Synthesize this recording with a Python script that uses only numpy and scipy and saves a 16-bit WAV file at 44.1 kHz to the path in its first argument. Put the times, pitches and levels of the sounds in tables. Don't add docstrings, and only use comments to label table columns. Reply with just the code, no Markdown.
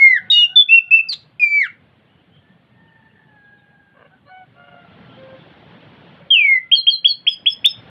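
import sys
import numpy as np
from scipy import signal
from scipy.io import wavfile
from scipy.ndimage import uniform_filter1d, minimum_filter1d

SR = 44100
rng = np.random.default_rng(int(sys.argv[2]) if len(sys.argv) > 2 else 0)


def output_pcm(signal):
    pcm = np.clip(np.atleast_2d(signal).T, -1, 1) * 32767
    wavfile.write(sys.argv[1], SR, np.round(pcm).astype(np.int16))


def voltage_ratio(level):
    return 10 ** (np.asarray(level, float) / 20)


N = 348371

# (time [s], level [dB])
TRAFFIC_LEVEL = [(0, -56.5), (.4, -57.5), (.85, -62), (1.25, -60), (1.6, -65), (1.849, -60), (3.3, -62),
                 (3.85, -63.5), (4.3, -62), (4.7, -58.5), (5.001, -52.5), (6.15, -52.5), (6.452, -60),
                 (6.93, -62.5), (7.399, -57), (7.9, -51)]
# (frequency [Hz], level per Hz [dB])
RUMBLE_COLOUR = [(15, -60.5), (25, -31), (38, -27.5), (86, -5.5), (145, 2.5), (270, -6.5), (330, -11.5),
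                 (600, -24), (780, -46), (1320, -120)]
ROAR_COLOUR = [(180, -35), (300, -8.5), (548, -6), (639, -8), (763, -8), (1140, -14), (1500, -11.5),
               (2610, -16.5), (2970, -12.5), (5060, -33), (6580, -63.5), (11100, -120)]
HISS_COLOUR = [(4500, -13), (6000, -3.5), (11000, 0.5), (13000, -8.5), (15800, -12.5)]

# (time [s], pitch [Hz], level [dB], roughness [0-1])
LONG_CROWS = [
    [(0, 754, -40.5, 0.06), (.15, 754, -47.5, .1), (.3, 747.4, -52, .2), (.55, 750.5, -47.5, .2),
     (.72, 740, -62.5, .3), (.86, 724.6, -56.5, 0.23), (1.15, 675, -62, .3)],
    [(2.42, 867, -60, .15), (2.54, 905, -63, .15), (2.63, 922, -77, 0.19), (2.8, 907, -54.5, 0.16),
     (3.25, 883, -57, 0.36), (3.4, 823, -49.5, 0.07), (3.7, 817.7, -51.5, .1), (3.92, 805.6, -57, 0.21),
     (4.2, 733, -54.5, 0.47)],
]
# (start [s], length [s], pitch [Hz], peak level [dB], roughness [0-1])
CROW_SYLLABLES = [
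    (3.93, .18, 560, -57, .6),
    (4.28, .19, 746, -46, .08),
    (4.55, .36, 708, -51, .2),
    (4.53, .3, 572, -57, .15),
    (5.16, .26, 530, -46, .06),
    (5.95, 1.2, 688, -55, .2),
    (6.17, .3, 565, -51, .2),
    (4.25, .07, 570, -57, .2),
    (4.85, .38, 682, -58, .1),
]
# (share of length [0-1], pitch change [share], level [dB])
SYLLABLE_OUTLINE = [(0, -.02, -11), (.15, 0, -2), (.7, -.003, 0), (1, -.025, -12)]
# (harmonics 1, 2, 3, 4, 5 [dB])
CROW_HARMONICS = [(-4.5, 3.5, -26, -31.5, -32.5), (-8.5, 0, -28, -35.5, -33), (4.5, 1, -2, -5, -11),
                  (5.5, -1, -5, -13, -32), (6, 6, -8, -6, -37.5), (7.5, -1, -9.5, -13, -27),
                  (7, -7, -10, -20, -29.5), (-14.5, -5, -22.5, -23, -26), (3.5, -20.5, -22.5, -11, -25.5),
                  (8.5, 6, 4.5, -8, -4), (1, 3.5, -14, -12, -30)]
# (start [s], length [s], pitch [Hz], level [dB])
SMALL_BIRD_CHIRPS = [(2.051, 0.13, 2980, -62.5), (2.28, .16, 3140, -56), (3.43, 0.055, 3600, -65),
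                     (2.866, 0.041, 3000, -57), (3.073, 0.075, 2826, -61), (3.571, 0.045, 3690, -62.5),
                     (4.247, 0.076, 4160, -60.5), (5.07, 0.15, 3146, -51.5), (5.378, 0.062, 3455, -53),
                     (2.15, .1, 2964, -62), (2.463, .1, 3346, -68), (3.26, .06, 2950, -67),
                     (5.66, 0.088, 3030, -60.5), (5.86, 0.056, 2940, -60)]
# (delay [s], level [dB])
WALL_ECHOES = [
    (.0072, -13),
    (.017, -13),
    (.03, -23),
    (0.085, -34),
]

# (time [s], pitch [Hz], level [dB])
OPENING_WHISTLE = [(-.002, 2166, -18), (.025, 2168, -4), (.045, 2145, -4), (.065, 2119, -4),
                   (.082, 2105, -9), (.115, 2048, -10.5), (.155, 1917, -14), (.175, 1718, -19),
                   (.19, 1480, -31.5)]
CLOSING_WHISTLE = [(1.396, 2507, -19.5), (1.411, 2467, -17), (1.435, 2400, -9), (1.468, 2337, -15),
                   (1.562, 2310, -14), (1.591, 2271, -15.5), (1.615, 2152, -12.5), (1.64, 1814, -20.5),
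                   (1.675, 1278, -36)]
RETURN_WHISTLE = [(6.303, 3350, -20.5), (6.31, 3224, -7.5), (6.33, 3188, -7.5), (6.365, 2703, -10.5),
                  (6.42, 2375, -13), (6.48, 2180, -13), (6.52, 2139, -10.5), (6.57, 2027, -13.5),
                  (6.585, 1938, -27)]
PLUNGING_WHISTLE = [(1.086, 5028, -29), (1.095, 4676, -18.5), (1.11, 4393, -23.5), (1.122, 4124, -21.5),
                    (1.135, 4044, -29), (1.145, 3357, -18)]
# (time [s], pitch [Hz], level [dB])
UPPER_WHISTLE = [(0.3, 3486, -13), (.306, 3820, -8.5), (.318, 3770, -11.5), (.33, 3677, -8),
                 (.345, 3768, -11.5), (.37, 3670, -22), (.4, 3580, -18.5), (.414, 3447, -19.5),
                 (.428, 3433, -32.5)]
LOWER_WHISTLE = [(.315, 2866, -24), (.322, 2910, -24.5), (.343, 2887, -12.5), (.375, 2874, -9.5),
                 (.4, 2893, -9), (0.437, 2872, -10), (0.446, 2795, -11), (0.454, 2785, -17),
                 (0.466, 2990, -23.5)]
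# opening, upper, lower, closing, return, plunge (level [dB])
WHISTLE_SECONDS = [-47.5, -35.5, -41, -42.5, -58, -22]
# (start [s], length [s], pitch [Hz], peak level [dB], pitch scoop at the start [Hz])
HELD_NOTES = [
    (.556, .072, 3473, -1, 110),
    (0.686, 0.11, 2739, -4, -250),
    (0.907, .092, 2680, -2.5, -150),
]
EFFORT_POINTS = [0, .09, .33, .6, .87, 1]
HELD_EFFORT = [(-20.5, -5, -5, 0, -5.5, -16), (-22, -8.5, -4, 2, -4, -13), (-21, -8, 0, -4, -5.5, -11)]
# (start [s], length [s], top pitch [Hz], peak [dB], rise time [s])
ROUNDED_FLICKS = [
    (6.713, .044, 3317, -1, .0035),
    (6.866, 0.036, 3323, -1.5, 0.0025),
    (7.043, 0.035, 3401, -2.5, .0035),
]
LATER_FLICKS = [
    (7.266, 0.031, 3355, -0.5, 0.0057),
    (7.458, .033, 3385, -0.5, 0.0052),
    (7.643, 0.034, 3660, 1, 0.0064),
]
# (share of length [0-1], level relative to the peak [dB])
ROUNDED_FLICK_OUTLINE = [(0, -30.5), (.14, -8.5), (.35, -3.5), (.55, 2), (.8, -11), (0.999, -4.5)]
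LATER_FLICK_OUTLINE = [(0, -17.5), (0.122, -16.5), (.35, -7), (.55, -6.5), (.8, -14), (1, -4.5)]
# (start [s], length [s], start pitch [Hz], end pitch [Hz], peak level [dB])
FIRST_ANSWERS = [
    (6.745, .061, 4600, 4130, -15),
    (6.893, .068, 4642, 4070, -16.5),
    (7.069, .06, 4753, 4233, -15),
]
LATER_ANSWERS = [
    (7.28, .075, 5260, 4950, -29),
    (7.495, .048, 5350, 5120, -26.5),
    (7.677, .047, 5360, 5155, -26),
]
# (share of length [0-1], level relative to the peak [dB])
FIRST_ANSWER_OUTLINE = [(0, -29), (.15, -10.5), (.4, -7), (.68, 0.5), (.85, -5.5), (1, 2)]
LATER_ANSWER_OUTLINE = [(0, -15), (.3, -9.5), (.6, -3), (.8, -0.5), (1, -18.5)]
# (multiple of the pitch, level relative to its second harmonic [dB])
THRUSH_OVERTONES = [(2, 5.5), (3, -7), (4, -29.5), (5, -13.5)]
# (times upper pitch, times lower pitch, level [dB])
MIXED_TONES = [
    (2, -1, -34),
    (-1, 2, -41),
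    (1, 1, -47),
    (3, -2, -56),
]
# (start [s], length [s], first centre [Hz], last centre [Hz], level [dB])
RASP_BURST = (1.121, .024, 4000, 3500, -27)
# (time [s], level [dB])
DULL_CLICKS = [
    (.558, -19),
    (.572, -15),
    (.909, -28),
    (1.093, -34),
    (1.398, -28),
]
# (lowest, highest [Hz])
CLICK_RANGE = [3300, 6200]
# (time [s], level [dB])
GAIN_STEPS = [
    (.3034, -27.5),
    (.3064, -29.5),
    (6.32, -48.5),
    (6.7295, -34.5),
    (7.467, -50),
    (7.6612, -5),
]


def in_time(rows, fade=.0025):
    s, *columns = np.transpose(rows)
    at = np.arange(max(int(s[0] * SR), 0), min(int(s[-1] * SR), N))
    since_start = at / SR - s[0]
    until_end = s[-1] - at / SR
    ramp = np.clip(np.minimum(since_start, until_end / 2) / fade, 0, 1)
    return at, np.sin(np.pi / 2 * ramp) ** 2, [np.interp(at / SR, s, c) for c in columns]


def rms_one(x):
    return x / np.sqrt(np.mean(x ** 2) + 1e-20)


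def lowpass_or_band(x, order, hz, kind):
    return signal.sosfilt(signal.butter(order, hz, kind, fs=SR, output="sos"), x)


def drift(rate_hz, size=N):
    r = np.exp(-2 * np.pi * rate_hz / SR)
    wander = signal.lfilter([1], [1, -2 * r, r * r], rng.standard_normal(size + SR))
    return rms_one(wander[SR:])


def banded_noise(spectrum, patchy_db):
    hz, level_db = np.transpose(spectrum)
    bands = int(3 * np.log2(hz[-1] / hz[0])) + 1
    edges = np.geomspace(hz[0], min(hz[-1], 19000), bands + 1)
    white, together, flicker, out = rng.standard_normal((2, N)), drift(5), drift(9), 0
    for k, (low, high) in enumerate(zip(edges, edges[1:])):
        band = lowpass_or_band(white[k % 2], 2, [low, high], "band")
        centre_db = np.interp(np.log(low * high) / 2, np.log(hz), level_db)
        alone = np.roll(flicker, 9973 * (k + 1))
        out = out + band * voltage_ratio(centre_db + patchy_db * (0.3 * together + alone))
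    return rms_one(out)


def hiss():
    return voltage_ratio(-90.5) * banded_noise(HISS_COLOUR, patchy_db=-0.4)


def town_traffic():
    near_db = np.interp(np.arange(N) / SR, *np.transpose(TRAFFIC_LEVEL))
    rumble = voltage_ratio(near_db + 4.5) * banded_noise(RUMBLE_COLOUR, patchy_db=2.0)
    roar_db = near_db + 0.5 + (1.4 - 1) * (near_db - near_db.mean())
    roar = voltage_ratio(roar_db) * banded_noise(ROAR_COLOUR, patchy_db=0.6)
    top = lowpass_or_band(roar, 2, 3000, "high")
    roar = roar + top * (voltage_ratio(0.5 * (near_db - near_db.max())) - 1)
    return lowpass_or_band(rumble + roar, 4, [50, 4400], "band")


def noise_reduction(x, contrast=0.19):
    cells = signal.stft(x, nperseg=1024)[2]
    power = uniform_filter1d(np.abs(cells) ** 2, size=3, axis=0)
    usual = uniform_filter1d(uniform_filter1d(power, size=9, axis=0), size=31, axis=1) + 1e-30
    gain = np.clip(power / usual, 0, 2) ** contrast
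    return signal.istft(cells * gain, nperseg=1024)[1][:N]


def roosters():
    out, shake, tremble, air = np.zeros(N), drift(50), drift(120), drift(14)
    short = [[(s + share * length, hz * (1 + bend), db + rel_db, rough)
              for share, bend, rel_db in SYLLABLE_OUTLINE]
             for s, length, hz, db, rough in CROW_SYLLABLES]
    for rows, tone in zip(LONG_CROWS + short, CROW_HARMONICS):
        at, edge, (hz, level_db, rough) = in_time(rows, fade=0.02)
        phase = 2 * np.pi * np.cumsum(hz * (1 + 0.04 * rough * shake[at])) / SR
        stack = 0
        for k, rel_db in enumerate(tone):
            fading_db = 2.4 * np.roll(air, 7919 * k)[at]
            stack = stack + voltage_ratio(rel_db + fading_db) * np.sin((k + 1) * phase)
        out[at] += voltage_ratio(level_db) * edge * stack * (1 - .6 * rough + 1.6 * rough * tremble[at])
    return out


def small_birds():
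    out, warble = np.zeros(N), drift(90)
    for s, length, hz, level_db in SMALL_BIRD_CHIRPS:
        at = np.arange(int(s * SR), int((s + length) * SR))
        phase = 2 * np.pi * np.cumsum(hz * (1 + 0.031 * warble[at])) / SR
        out[at] += voltage_ratio(level_db) * np.hanning(len(at)) * np.sin(phase)
    return out


def fading_tail(noise, level_db, t60_s):
    t = np.arange(SR) / SR
    return voltage_ratio(level_db) * noise * voltage_ratio(-60 * t / t60_s) / np.sqrt(t60_s * SR / np.log(1e6))


def porch(x):
    noise = rng.standard_normal((2, SR))
    near = fading_tail(noise[0], -12.5, .25)
    far = fading_tail(noise[1], -35, .55)
    reply = (near + far) * np.clip(np.arange(SR) / SR / 0.02, 0, 1)
    for delay, echo_db in WALL_ECHOES:
        width = int(2.5 * delay ** 2 * SR) + 1
        scatter = noise[1, -width:]
        reply[int(delay * SR):][:width] += voltage_ratio(echo_db) * scatter / np.sqrt(np.sum(scatter ** 2))
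    reply = lowpass_or_band(reply, 1, 7000, "low")
    return x + signal.fftconvolve(x, reply)[:N]


def ducking(loud):
    from_db, slope, release_db_per_s = -26, 0.51, 150
    level_db = 10 * np.log10(np.abs(uniform_filter1d(loud ** 2, size=441)) + 1e-12)
    ramp = release_db_per_s * np.arange(N) / SR
    held_db = np.maximum.accumulate(level_db + ramp) - ramp
    return voltage_ratio(-slope * uniform_filter1d(np.maximum(held_db - from_db, 0), size=441))


def dull_clicks():
    out = np.zeros(N)
    s, level_db = np.transpose(DULL_CLICKS)
    out[(s * SR).astype(int)] = voltage_ratio(level_db)
    return lowpass_or_band(out + 1e-18, 3, CLICK_RANGE, "band")


def rasp():
    out = np.zeros(N)
    s, length, from_hz, to_hz, level_db = RASP_BURST
    at, edge, (hz,) = in_time([(s, from_hz), (s + length, to_hz)], fade=0.0045)
    wobble = drift(850)[at]
    phase = 2 * np.pi * np.cumsum(hz) / SR
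    out[at] = voltage_ratio(level_db) * edge * wobble * (np.sin(phase) + voltage_ratio(-23.5) * np.sin(2 * phase))
    return out


def breath(song):
    loudness = np.sqrt(np.abs(uniform_filter1d(song ** 2, size=220)))
    air = lowpass_or_band(rng.standard_normal(N), 4, [3050, 4300], "band")
    return voltage_ratio(-53) * loudness * rms_one(air)


def shaped(s, length, pitch, peak_db, shape):
    share = np.linspace(0, 1, num=25)
    level_db = peak_db + np.interp(share, *np.transpose(shape))
    return np.transpose([s + share * length, pitch(share * length), level_db])


def held_notes():
    notes = []
    for (s, length, hz, db, scoop_hz), effort_db in zip(HELD_NOTES, HELD_EFFORT):
        def pitch(age):
            return hz + scoop_hz * np.exp(-age / 0.019) - 200 * (age / length) ** 12
        notes.append((shaped(s, length, pitch, db, list(zip(EFFORT_POINTS, effort_db))), -50.5))
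    return notes


def flicks(rows, rounded, shape):
    notes, from_hz = [], 2050
    for s, length, top_hz, db, rise in rows:
        def pitch(age):
            share = age / length
            sag_hz = 120 * (1 - share) + 330 * share ** 6
            return top_hz - (top_hz - from_hz) * np.exp(-age / rise) - rounded * sag_hz
        notes.append((shaped(s, length, pitch, db, shape), -47))
    return notes


def answers(rows, bend, shape, second_db):
    notes = []
    for s, length, from_hz, to_hz, db in rows:
        def pitch(age):
            share = age / length
            return from_hz + (to_hz - from_hz) * share * (1 + bend * (1 - share))
        notes.append((shaped(s, length, pitch, db, shape), second_db))
    return notes


def song_notes():
    whistles = [OPENING_WHISTLE, UPPER_WHISTLE, LOWER_WHISTLE, CLOSING_WHISTLE, RETURN_WHISTLE, PLUNGING_WHISTLE]
    notes = list(zip(whistles, WHISTLE_SECONDS)) + held_notes()
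    notes += flicks(ROUNDED_FLICKS, 1, ROUNDED_FLICK_OUTLINE)
    notes += flicks(LATER_FLICKS, 0, LATER_FLICK_OUTLINE)
    notes += answers(FIRST_ANSWERS, 0.48, FIRST_ANSWER_OUTLINE, -32)
    return notes + answers(LATER_ANSWERS, 0.24, LATER_ANSWER_OUTLINE, -20)


def mixed_tones(upper, lower, blur):
    out = np.zeros(N)
    (up_at, up, up_edge), (low_at, low, low_edge) = upper, lower
    both, i, j = np.intersect1d(up_at, low_at, return_indices=True)
    fading = voltage_ratio(-np.linspace(0, 6, len(both)))
    swell = up_edge[i] * low_edge[j] * fading * (1 + .5 * blur[both])
    for m, n, mix_db in MIXED_TONES:
        out[both] += voltage_ratio(mix_db) * swell * np.sin(m * up[i] + n * low[j])
    return out


def thrush():
    clear_hz = 7740
    out, phases = np.zeros(N), []
    flutter, blur = voltage_ratio(.25 * drift(35)), drift(320)
    grain = rms_one(lowpass_or_band(rng.standard_normal(N), 4, 1100, "low"))
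    for note, mean_second_db in song_notes():
        at, edge, (hz, level_db) = in_time(note)
        level_db = uniform_filter1d(level_db, size=88, mode="nearest")
        octaves = np.log2(hz / 2519)
        rich_db = -23.5 * octaves - 0.5 * (level_db - -8.5)
        upper_rich_db = np.minimum(rich_db, 0.66 * rich_db)
        phase = 2 * np.pi * np.cumsum(uniform_filter1d(hz, size=130, mode="nearest")) / SR
        tone = np.sin(phase) * (1 + voltage_ratio(-54 + 10 * octaves) * grain[at])
        for k, rel_db in THRUSH_OVERTONES:
            airy = np.clip((k * hz - clear_hz) / 600, 0, 1) * (k * hz < 12500)
            clear = np.clip((clear_hz + 600 - k * hz) / 600, 0, 1)
            strength = voltage_ratio(mean_second_db + rel_db + (rich_db if k < 3 else upper_rich_db))
            tone += strength * np.sin(k * phase) * (clear + voltage_ratio(-4) * airy * blur[at])
        out[at] += np.sqrt(2) * voltage_ratio(level_db) * edge * tone * flutter[at]
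        phases.append((at, phase, edge))
    return out + mixed_tones(phases[1], phases[2], blur)


def scene():
    town = town_traffic()
    behind = noise_reduction(town) + porch(roosters() + small_birds())
    song = thrush()
    bird = porch(song + breath(song) + rasp() + dull_clicks())
    return (bird + behind * ducking(bird) + hiss())[None]


def ticks():
    out = np.zeros(N)
    s, level_db = np.transpose(GAIN_STEPS)
    out[(s * SR).astype(int)] = voltage_ratio(level_db)
    return signal.lfilter([1, 0, -1], [1, -.95, .25], out)


def top_cut(x):
    return signal.sosfilt(signal.butter(12, 15900, fs=SR, output="sos"), x)


def record(dry):
    crest = -minimum_filter1d(-np.abs(dry), size=441)
    held = dry * uniform_filter1d(np.minimum(1, .9 / (crest + 1e-9)), size=221)
    mix = held + ticks()
    return top_cut(mix)


dry = scene()
out = record(dry)
output_pcm(out)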